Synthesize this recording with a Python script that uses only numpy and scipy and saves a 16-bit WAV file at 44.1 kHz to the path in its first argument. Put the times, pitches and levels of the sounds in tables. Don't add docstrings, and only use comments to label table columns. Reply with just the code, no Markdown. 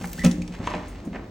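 import sys
import numpy as np
from scipy import signal
from scipy.fft import rfft, irfft
from scipy.io import wavfile
from scipy.ndimage import uniform_filter1d

SR = 44100
rng = np.random.default_rng(int(sys.argv[2]) if len(sys.argv) > 2 else 0)


def transcribe(signal):
    frames = np.atleast_2d(signal).T
    limited = np.clip(frames, -1, 1)
    pcm = np.round(limited * 32767).astype(np.int16)
    wavfile.write(sys.argv[1], SR, pcm)


N = 57330
T = np.arange(N) / SR
HZ = np.maximum(np.arange(N // 2 + 1) * SR / N, 1)

# (f/Hz, level/dB)
RUMBLE_TONE = [(20, -41), (30, -16), (42, 5), (52, 6), (63, -7.5), (82, -2.5), (100, -6), (130, -12.5),
               (250, -11), (450, -17), (1000, -29), (2500, -39), (5000, -42.5), (8500, -52.5),
               (12000, -64.5), (16000, -44.5)]
# (f/Hz, level/dB)
RUSTLE_TONE = [(2000, 2.5), (4000, -4), (7500, 5), (9500, -7), (11500, -22), (15000, -11)]
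# (f/Hz, level/dB, time to fade by 60 dB/s)
JAR_NOTES = [(86.4, -12.5, 0.24), (162.7, -27.5, 0.75), (177, 3, 0.26), (235.7, -2.5, 0.2), (299.4, -11, 1),
             (360, -17, 0.027), (525.1, -4, 0.14), (730, -26, 0.21), (1000, -23.5, 0.1), (1317, -15, 0.088),
             (1952, -34, .07), (2537, -15, 0.11), (2500, -21, .05), (4040, -20, 0.056)]
# (t/s, level/dB, contact time/ms)
THUMPS = [(0.010, -34.5, 0.65), (0.031, -29, 2.9), (0.0487, -32.5, 1.2), (0.1464, -33.5, 2.3),
          (0.1875, -25.5, 4), (0.2386, -25, 0.23), (0.2425, -18, 0.18), (0.2474, -14, 0.17),
          (0.2596, -17, 0.43), (0.2732, -30, 1.5), (0.3825, -22, 3.3), (0.4, -32.5, 1.36),
          (0.4951, -28, 3.4), (0.5999, -31.5, 0.62), (0.635, -35.5, 1.), (0.746, -28.5, 1.6),
          (1.056, -46.5, .6), (1.0674, -36.5, 1.2), (1.0726, -35.5, 2.6), (1.1082, -36, 1.1)]
# (peak t/s, rise/s, decay/s, level/dB, treble tilt/dB per octave)
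SCRAPES = [(0.013, 0.0061, 0.023, -38.5, 0), (0.047, .006, 0.01, -48, 13), (0.095, 0.1, 0.12, -37.5, 16),
           (0.188, 0.017, 0.071, -41, 7), (0.253, 0.0062, .04, -21.5, -11), (0.549, 0.019, 0.021, -41.5, 1),
           (0.601, 0.0026, 0.036, -32, -6.5), (0.656, 0.022, 0.047, -40.5, 2.5),
           (0.75, 0.073, 0.056, -35, -1.5), (0.823, 0.0045, 0.026, -39, -2.5),
           (0.86, 0.0037, 0.038, -48.5, 1.5), (0.971, .03, 0.052, -50.5, 1),
           (1.064, 0.018, 0.033, -30.5, -11), (1.131, 0.0027, 0.017, -39, -2.5),
           (1.158, 0.014, 0.039, -37.5, -3.5), (1.216, 0.016, 0.035, -40.5, -5)]
# (f/Hz, level/dB)
SCRAPE_TONE = [(100, -44.5), (200, 7.5), (310, 5.5), (430, -4.5), (650, 1.5), (1000, 0), (1400, -5),
               (1900, -3), (2600, -6.5), (3500, -11.5), (7500, -20.5), (11000, -30.5), (16000, -31)]
# (t/s, level/dB, decay/s, treble tilt/dB per octave)
TICKS = [(0.024, -37.5, 0.0021, 6), (0.041, -41, 0.002, 7), (0.1306, -36, 0.0073, 1.5),
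         (0.238, -22.5, 0.0075, -6), (0.244, -18.5, 0.0032, 15), (0.2478, -15, 0.0019, 8),
         (0.2524, -19.5, 0.0058, -5.5), (0.2629, -25.5, 0.0061, 0), (0.269, -37.5, 0.013, -3),
         (0.3132, -29.5, 0.0044, 2.5), (0.4198, -34, 0.0034, -0.5), (0.478, -36.5, 0.003, -1.5),
         (0.524, -38.5, .008, -5.5), (0.671, -30.5, 0.0054, -4), (0.882, -43, 0.025, 12),
         (1.05, -46, 0.016, 11)]
# (f/Hz, level/dB)
CLAW_TONE = [(400, -5), (1200, -6.5), (2400, 4.5), (4400, -2.5), (5600, 0.5), (7000, 0.5), (7600, -5),
             (9300, -1), (11500, -25), (14500, -10), (16000, -12)]
# (f/Hz, level/dB, time to fade by 60 dB/s)
LID_NOTES = [(482, -21, 0.12), (599.3, -16, 0.25), (783, -36, 0.075), (979, 0.5, 0.038), (1030, -8, 0.059),
             (1133, -13, 0.11), (1770, -19, 0.039), (2207, -9.5, 0.019), (2960, -11, 0.025),
             (3230, -18, 0.018)]
# (t/s, ring level/dB, pitch factor, crack level/dB)
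CLACKS = [(0.0425, -29, .8, -32), (0.6738, -18, 1., -30), (0.716, -37, 1., -38), (0.7382, -23, 1.02, -27),
          (0.7435, -24, .78, -44), (1.147, -32, .61, -35), (1.162, -31, .75, -35)]
# (f/Hz, level/dB)
CRACK_TONE = [(200, 1), (700, 4.5), (1900, 5.5), (2700, -1), (3600, -34), (7000, -35.5), (16000, -51)]
# (f/Hz, level/dB)
TINK_TONE = [(4000, -24), (8000, -11), (11500, -9), (13000, -2), (13800, 3), (15000, -4), (16000, -8)]
# (t/s, f/Hz, level/dB)
SQUEAK_PATH = [(0.181, 1430, -37.5), (0.185, 1562, -43.5), (0.1888, 1745, -36), (0.191, 1854, -36),
               (0.195, 1916, -30), (0.206, 1971, -40.5), (0.211, 1970, -35.5), (0.216, 1946, -35.5),
               (0.229, 1970, -33), (0.237, 1960, -55)]
# (t/s, level/dB)
LANDINGS = [(0.255, -31.5), (0.595, -30), (0.664, -35.5)]
# (f/Hz, level/dB, time to fade by 60 dB/s)
TABLE_NOTES = [(85, -9, 0.28), (103.4, 1, 0.25)]
# (f/Hz, phase/rad)
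LEFT_LEAD = [(100, 0), (860, 0.28), (3500, -0.5), (5200, 1.34), (6100, 0.6), (7000, -1.26), (8600, -1.5),
             (10000, -3), (15000, -3.5)]


def gain(db):
    return 10 ** (np.asarray(db) / 20)


def along_hz(points):
    hz, value = np.array(points, float).T
    return np.interp(np.log(HZ), np.log(hz), value)


def colour(x, tone, tilt=0):
    octaves = np.log2(np.maximum(HZ, 200) / 1000)
    shaped = irfft(rfft(x) * gain(along_hz(tone) + tilt * octaves), N)
    return shaped / np.std(shaped)


def noise(tone, tilt=0):
    return colour(rng.standard_normal(N), tone, tilt)


def swell(at, rise, decay):
    return np.exp(-np.maximum(at - T, 0) / rise - np.maximum(T - at, 0) / decay)


def waver(samples):
    wobble = uniform_filter1d(rng.standard_normal(N), size=samples)
    return wobble / np.std(wobble)


def ring(notes, at, pitch=1, contact_ms=0):
    age = np.maximum(T - at, 0)
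    sound = np.zeros(N)
    for hz, db, fade_s in notes:
        softening = 1 + (hz * contact_ms / 1000) ** 2
        sound += gain(db - 60 * age / fade_s) * np.sin(2 * np.pi * hz * pitch * age) / softening
    return sound


def spread(middle, side, side_from_hz=530, side_db=-4):
    side = gain(side_db) * signal.sosfilt(signal.butter(2, side_from_hz, "high", fs=SR, output="sos"), side)
    return np.array([middle + side, middle - side])


def rumble(level_db=-39):
    return gain(level_db) * spread(noise(RUMBLE_TONE), noise(RUMBLE_TONE))


def rustle(start_db=-53.5, fade_db_per_s=15.5):
    return noise(RUSTLE_TONE) * gain(start_db - fade_db_per_s * T)


def jar_thumps(build_up_s=0.00089):
    sound = np.zeros(N)
    for at, db, contact_ms in THUMPS:
        build_up = 1 - np.exp(-np.maximum(T - at, 0) / build_up_s)
        sound += gain(db) * ring(JAR_NOTES, at, contact_ms=contact_ms) * build_up
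    return sound


def scrapes(grains_per_s=4500, spread_db=1.5, flicker_db=2.5):
    grains = (rng.random(N) < grains_per_s / SR) * rng.standard_normal(N)
    grains *= gain(spread_db * np.minimum(rng.exponential(size=N), 4))
    grains *= gain(flicker_db * waver(samples=300))
    return sum(gain(db) * colour(grains, SCRAPE_TONE, tilt) * swell(at, rise, decay)
               for at, rise, decay, db, tilt in SCRAPES)


def claw_ticks(rise_s=0.00047):
    return sum(gain(db) * noise(CLAW_TONE, tilt) * swell(at, rise_s, decay) for at, db, decay, tilt in TICKS)


def lid_clacks(rise_s=0.00089, decay_s=0.0069):
    crack = noise(CRACK_TONE)
    return sum(gain(ring_db) * ring(LID_NOTES, at, pitch)
               + gain(crack_db) * crack * swell(at, rise_s, decay_s)
               for at, ring_db, pitch, crack_db in CLACKS)


def tink(level_db=-31):
    return gain(level_db) * noise(TINK_TONE) * swell(at=0.133, rise=0.001, decay=0.0015)


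def squeak(pitch_wobble=0.03, flutter_db=3):
    times, hz, db = np.array(SQUEAK_PATH).T
    pitch_hz = np.interp(T, times, hz) * (1 + pitch_wobble * waver(samples=90))
    loudness = np.interp(T, times, gain(db), left=0, right=0) * gain(flutter_db * waver(samples=90))
    return loudness * np.sin(2 * np.pi * np.cumsum(pitch_hz) / SR)


def table_thuds():
    return sum(gain(db) * ring(TABLE_NOTES, at) for at, db in LANDINGS)


def room_echo(x, bass_fade_s=0.45, treble_fade_s=0.18, split_hz=3100, build_up_s=0.0022):
    hiss = rng.standard_normal((2, N))
    bass = signal.sosfilt(signal.butter(1, split_hz, fs=SR, output="sos"), hiss)
    tail = bass * gain(-60 * T / bass_fade_s) + (hiss - bass) * gain(-60 * T / treble_fade_s)
    tail *= 1 - np.exp(-T / build_up_s)
    tail /= np.sqrt(np.sum(tail[0] ** 2))
    return spread(*signal.fftconvolve(x[None], tail, axes=1)[:, :N])


def scene(boom_echo_db=-23, scramble_echo_db=-9.5):
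    boom = jar_thumps() + table_thuds()
    scramble = lid_clacks() + claw_ticks() + scrapes() + rustle() + squeak()
    room = room_echo(gain(boom_echo_db) * boom + gain(scramble_echo_db) * scramble) + rumble()
    phase_shift = np.exp(0.5j * along_hz(LEFT_LEAD) * np.array([[1], [-1]]))
    return irfft(rfft(boom + scramble + room) * phase_shift, N) + tink()


def record(dry, bottom_hz=15, top_hz=16200):
    dry = signal.sosfilt(signal.butter(1, bottom_hz, "high", fs=SR, output="sos"), dry)
    return signal.sosfilt(signal.ellip(8, 0.2, 70, top_hz, fs=SR, output="sos"), dry)


dry = scene()
out = record(dry)
transcribe(out)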